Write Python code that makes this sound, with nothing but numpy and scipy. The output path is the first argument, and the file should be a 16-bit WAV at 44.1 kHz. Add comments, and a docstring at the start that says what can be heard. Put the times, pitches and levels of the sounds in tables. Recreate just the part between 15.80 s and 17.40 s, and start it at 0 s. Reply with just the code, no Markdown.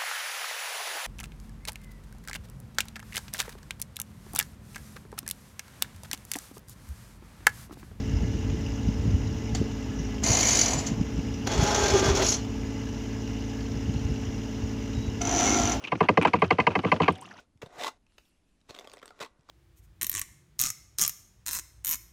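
"""A wooden paddle is pounded fast on the rail of a small wooden boat, some way along the hull from a phone.
Bending waves run down the planks, treble first and bass late, so each knock falls in pitch: swells of noise
and tone ring the hull's resonances. Small knocks clatter on the boards, many of them the paddle bouncing, made
of short runs of noise. Wet line ticks in tiny noise bursts, the sea laps as bands of noise with wavering
levels, and bubbles are short sines that rise in pitch."""
import sys
import numpy as np
from scipy import signal
from scipy.io import wavfile
from scipy.ndimage import uniform_filter1d

SR = 44100
rng = np.random.default_rng(int(sys.argv[2]) if len(sys.argv) > 2 else 0)


def store_pcm(level_fs):
    """Save levels as 16-bit WAV."""
    pcm = np.round(np.clip(level_fs, -1, 1) * 32767).astype(np.int16)
    wavfile.write(sys.argv[1], SR, np.atleast_2d(pcm).T)


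N = 70560
LN1000 = np.log(1000)  # a fall of 60 dB, for decay times written t60


def undb(db):
    """Turn decibels into a plain amplitude factor."""
    return 10 ** (np.asarray(db) / 20)


def unit(x):
    """Scale to a peak of 1."""
    return x / np.abs(x).max()


def band(x, hz, share):
    """Resonant band-pass, width as a share of the centre."""
    return signal.lfilter(*signal.iirpeak(min(hz, .45 * SR), 1 / share, fs=SR), x)


def steep_band(x, hz, share):
    """The same band-pass twice in a row, for steeper sides."""
    return band(band(x, hz, share), hz, share)


def add(out, x, s):
    """Mix x into out, starting at s seconds."""
    i = max(int(s * SR), 0)
    out[i:i + len(x)] += x[:N - i]


def walk(rate):
    """Random levels, rate of them per second, smoothed twice into a wavering curve with a spread near 1."""
    hold = int(SR / rate)
    steps = np.repeat(rng.standard_normal(N // hold + 1), hold)
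    return 1.2 * uniform_filter1d(uniform_filter1d(steps, hold), hold)[:N]


def bubble(hz, length, rise):
    """A sine that swells and fades softly while its pitch climbs by the share `rise`."""
    u = np.arange(int(length * SR) + 2) / (length * SR)  # 0 to 1 over the bubble's life
    swell = np.sin(np.pi * np.minimum(u, 1) ** 0.47)
    return swell * np.sin(2 * np.pi * hz * length * (u + rise * u ** 2 / 2))


def lapping():
    """Water against the hull: third-octave noise bands that swell together and flicker each on its own."""
    # tone balance of the water: f/Hz, relative level/dB
    balance = [(25, -21), (90, 12.5), (250, 7), (600, 1.5), (1000, -1), (1500, -5), (2000, -10), (2700, 3),
               (3500, -22.5), (6200, -11.5), (7600, -60.5), (9500, -15), (13500, -52)]
    level_db, swell_db, flicker_db = -49.5, 2.5, 2.2
    patter_db_per_octave = -0.5  # the treble comes in short spurts, stronger the higher the band
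    f, db = np.array(balance).T
    out, swell, patter = np.zeros(N), walk(6), walk(90)
    for hz in 28 * 2 ** np.arange(0, 9, 1 / 3):
        noise = steep_band(rng.standard_normal(N), hz, .3)
        octaves_up = max(np.log2(hz / 200), 0)
        gain_db = np.interp(np.log(hz), np.log(f), db) + swell_db * swell
        gain_db += flicker_db * walk(46) + patter_db_per_octave * octaves_up * patter
        out += noise * undb(gain_db)
    return out * undb(level_db) / np.sqrt(np.mean(out ** 2))


def bubbles():
    """Many faint random bubbles make a fizz, with a few clear ones at set times; all rise in pitch."""
    # clear bubbles: t/s, level/dB, starting f/Hz, length/s, rise as a share of the pitch
    clear_bubbles = [(1.356, -47.5, 752, 0.1, 0.024), (1.42, -39, 855, 0.018, 0.43),
                     (1.449, -41, 1147, 0.0045, 0.11), (1.514, -54.5, 1550, 0.0043, 0.04),
                     (1.535, -67, 690, .012, .2), (1.59, -48, 1440, 0.022, 0.068)]
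    fizz_per_s, fizz_low_hz, fizz_high_hz = 160, 548, 6000
    quietest_db, spread_db = -53, 3.6
    out = np.zeros(N)
    for when, pitch, loud in rng.random((int(fizz_per_s * N / SR), 3)):
        hz = fizz_low_hz * (fizz_high_hz / fizz_low_hz) ** pitch
        tiny = bubble(hz, 9.2 / hz, 0.37)  # lasts 9.2 periods of its starting pitch
        add(out, undb(quietest_db + spread_db * loud) * tiny, when * N / SR)
    for s, level_db, hz, length, rise in clear_bubbles:
        add(out, undb(level_db) * bubble(hz, length, rise), s)
    return out


def ticks():
    """Wet line ticks: tiny bright bursts of band-passed noise."""
    # ticks: t/s, level/dB, f/Hz
    tick_list = [(0.4144, -46, 7090), (0.4244, -41, 8910), (0.4364, -50, 8480), (0.4484, -47, 7290),
                 (0.4723, -43, 6810), (0.5944, -54, 8500), (0.9544, -52, 8500), (1.1205, -52, 8500),
                 (1.0266, -55, 6800), (1.2206, -46, 6930), (1.3219, -47, 8700), (1.3553, -49, 6900),
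                 (1.3763, -55, 8680), (1.4107, -39, 8700), (1.4234, -52, 7190), (1.4334, -52, 8730),
                 (1.4601, -53, 6980)]
    peak_s = .002  # the burst's envelope is highest this long after its start
    out, t = np.zeros(N), np.arange(1024) / SR
    for s, level_db, hz in tick_list:
        burst = rng.standard_normal(len(t)) * t * np.exp(-t / peak_s)
        add(out, undb(level_db) * unit(band(band(burst, hz, 0.35), hz, .5)), s)
    return out


def rattles():
    """Clatter on the boards, much of it the paddle bouncing: noise knocks ring a bright band, board and grit."""
    # small knocks: t/s, level/dB, bright band f/Hz, length/s (time to fade to about a third), board level/dB
    rattle_list = [(0.0392, -23.5, 2460, 0.016, -15), (0.072, -28.5, 2750, 0.012, -9),
                   (0.1522, -31, 2380, 0.0071, 3.5), (0.227, -35, 2620, 0.033, 10.5),
                   (0.413, -20, 2420, 0.0047, 1.5), (0.422, -20, 2320, 0.018, 0.5),
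                   (0.431, -33.5, 2460, 0.0097, 7), (0.4708, -23.5, 2330, 0.018, 5),
                   (0.553, -31.5, 2400, 0.018, 5), (0.586, -39, 2270, 0.021, 0),
                   (0.639, -28.5, 2420, 0.014, 4.5), (0.723, -31, 2810, 0.012, 8),
                   (0.9035, -33.5, 2400, 0.03, 5), (0.989, -25.5, 2760, 0.012, 5.5),
                   (1.064, -33, 2750, 0.034, 6), (1.162, -36.5, 2740, 0.011, 10),
                   (1.2178, -22, 3090, 0.0066, 2), (1.2299, -21.5, 2400, 0.019, 0.5),
                   (1.253, -32.5, 2500, 0.03, 2.5), (1.302, -35, 2940, 0.015, 7.5),
                   (1.352, -40.5, 3120, 0.011, -31), (1.454, -40, 2800, 0.0056, -8),
                   (1.512, -37.5, 1520, 0.0088, -12), (1.5817, -50, 2600, 0.018, -4)]
    knocks_per_s = 320
    board_hz, thud_hz, grit_hz = 930, 292, 5700
    thud_db, grit_db = -3, -14  # the thud is set against the board, the grit against the bright band
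    out, t = np.zeros(N), np.arange(4096) / SR
    for s, level_db, hz, length, board_db in rattle_list:
        chance, strength = rng.random(len(t)), rng.standard_normal(len(t))
        shape = np.minimum(t / 0.0003, 1) * np.exp(-(t / length) ** 2)
        knocks = shape * strength * ((chance < knocks_per_s / SR) + .13)  # sparse knocks over a faint hiss
        knocks[30] += .7  # one sure knock near the start
        x = unit(steep_band(knocks, hz, 0.26))
        x += undb(board_db) * unit(steep_band(knocks, board_hz, 0.74))
        x += undb(board_db + thud_db) * unit(steep_band(knocks, thud_hz, 0.46))
        x += undb(grit_db) * unit(steep_band(knocks, grit_hz, .3))
        add(out, undb(level_db) * x, s)
    return out


def mode(x, hz, t60):
    """One damped resonance: it rings at hz and falls 60 dB in t60 seconds."""
    pole = np.exp(2j * np.pi * hz / SR - LN1000 / (t60 * SR))
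    return signal.lfilter([1], [1, -pole], x).imag


def board_shiver(t, noise):
    """Loose boards shiver after a blow: spiky noise in a middle and a low band dies away slowly."""
    high_db, high_hz, low_db, low_hz, t60 = -19.5, 2300, -16, 483, .12
    spiky = noise ** 3
    fade = np.exp(-LN1000 * t / t60)
    high = np.minimum(t / 0.0082, 1) * fade * band(spiky, high_hz, .8)
    low = t * fade * band(spiky[::-1], low_hz, 0.33)  # reversed, so it differs from the high part
    return undb(high_db) * unit(high) + undb(low_db) * unit(low)


def first_snap(t, slow):
    """First touch, heard through the air: a very short tone burst, weaker when the contact is slow."""
    level_db, fade_s, hz = -8.5, 0.00041, 2226
    burst = t * np.exp(-t / fade_s) * np.sin(2 * np.pi * hz * t)
    return undb(level_db) / max(slow, .3) * unit(steep_band(burst, hz, 1.0))


def contact_crack(t, noise):
    """Gritty contact noise: a short burst of spiky noise in a bright band."""
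    level_db, t60, hz = -18, 0.019, 4740
    burst = t * np.exp(-LN1000 * t / t60) * noise ** 3
    return undb(level_db) * unit(steep_band(burst, hz, .6))


def wave_drive(t, noise, hz, pitch, slow):
    """Bending waves arrive in a swell, later and longer the lower their pitch."""
    travel_s_at_1khz, treble_hz = 0.0036, 2080  # delays count from the arrival of treble_hz
    pile_up_s_at_1khz, pile_up_slope = 0.0033, 0.53
    rough = .5  # share of scattered noise; the rest is a steady tone
    late = travel_s_at_1khz * max(np.sqrt(1000 / hz) - np.sqrt(1000 / treble_hz), 0)
    late += .004 * (hz < 120)  # seconds: the whole hull booms last
    pile_up_s = max(slow, .3) * pile_up_s_at_1khz * (1000 / hz) ** pile_up_slope
    u = np.maximum(t - late, 0) / pile_up_s
    scatter = steep_band(noise, pitch, 0.41)
    tone = np.cos(2 * np.pi * pitch * t)
    return u * np.exp(-u) * (rough * scatter / scatter.std() + (1 - rough) * tone)


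def paddle():
    """Each blow sends a swell of bending waves into every hull mode, with a snap, a crack and a shiver."""
    # paddle blows: t/s, level/dB, mids/dB, bass/dB (both against the treble),
    # slowness of contact (1 = ordinary, less = crisper, more = slower swell)
    blows = [(0.1179, -20.5, 10, -4, 1.32), (0.2045, -18, 11, -1.5, 0.99), (0.2862, -10.5, 4, -9, 0.98),
             (0.3722, -13, 10.5, -6, 0.88), (0.4488, -11.5, 6.5, -13.5, 1.09), (0.533, -15, 9, -6, 1.17),
             (0.6184, -15, 7.5, -5.5, 1.18), (0.705, -12, 5.5, -10.5, 0.96), (0.784, -22, 15, 2.5, 0.99),
             (0.799, -14.5, -6, -28, 1.08), (0.8672, -11.5, 5.5, -11.5, 1.07), (0.9521, -15, 7.5, -8, 1.13),
             (1.034, -34, 13.5, 7, 1.35), (1.0476, -23, 9.5, 4, 0.54), (1.117, -11.5, 5.5, -10.5, 1.1),
             (1.2, -23, 13.5, 2.5, 1.07), (1.2795, -13, 9, -9, 1.13)]
    # hull resonances: f/Hz, level/dB, t60/s
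    hull_modes = [(96.9, -8, 0.05), (172.8, -1, 0.015), (229.7, -10.5, 0.088), (301.4, -6, 0.029),
                  (374.2, -23, 0.2), (465.4, -3, 0.015), (635, -14, 0.036), (747.7, -9, 0.006),
                  (1009.8, -5, 0.0093), (1172, -11, 0.02), (1420, -25, 0.016), (1601, -14.5, 0.021),
                  (2055, -10, 0.026), (2196, -2.5, 0.0033), (2528, -12.5, 0.03), (2751, -16.5, 0.03),
                  (3076, -14.5, 0.019), (3855, -28.5, 0.0074), (4425, -23, 0.007)]
    colour_hz = [270, 866, 2080]  # where the bass, mids and treble levels act
    spot_db, detune = 1.2, .006  # random spread of each mode's level, and of its pitch as a share
    swell_db = -11.5  # level of the blow's own swell, heard without the ringing
    out, t = np.zeros(N), np.arange(8192) / SR
    for s, level_db, mids_db, bass_db, slow in blows:
        x = board_shiver(t, rng.standard_normal(len(t)))
        x += first_snap(t, slow)
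        x += contact_crack(t, rng.standard_normal(len(t)))
        for hz, db, t60 in hull_modes:
            spot, tune = rng.standard_normal(2)
            pitch = hz * (1 + detune * tune)
            drive = wave_drive(t, rng.standard_normal(len(t)), hz, pitch, slow)
            colour_db = np.interp(np.log(hz), np.log(colour_hz), [bass_db, mids_db, 0])
            ring = unit(mode(drive, pitch, t60)) + undb(swell_db) * unit(drive)
            x += undb(db + colour_db + spot_db * spot) * ring
        add(out, undb(level_db) * x, s)
    return out


def dull(x):
    """Wood radiates little above 5830 Hz: a steep loss of the top."""
    return signal.sosfilt(signal.butter(3, 5830, fs=SR, output="sos"), x)


def scene():
    """Sea and wet line, with the clatter and the paddle dulled by the wood."""
    water = lapping() + bubbles()
    wood = dull(rattles() + paddle())
    return (water + ticks() + wood)[None]


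def record(dry):
    """The phone drops the deep bass, rounds the peaks and cuts the top."""
    low_cut_hz, limit, top_hz = 91.6, .6, 13800
    dry = signal.sosfilt(signal.butter(2, low_cut_hz, "high", fs=SR, output="sos"), dry)
    dry = dry / (1 + np.abs(dry / limit) ** 4) ** .25  # peaks bend smoothly and stay below the limit
    return signal.sosfilt(signal.ellip(8, .2, 70, top_hz, fs=SR, output="sos"), dry)


dry = scene()
out = record(dry)
store_pcm(out)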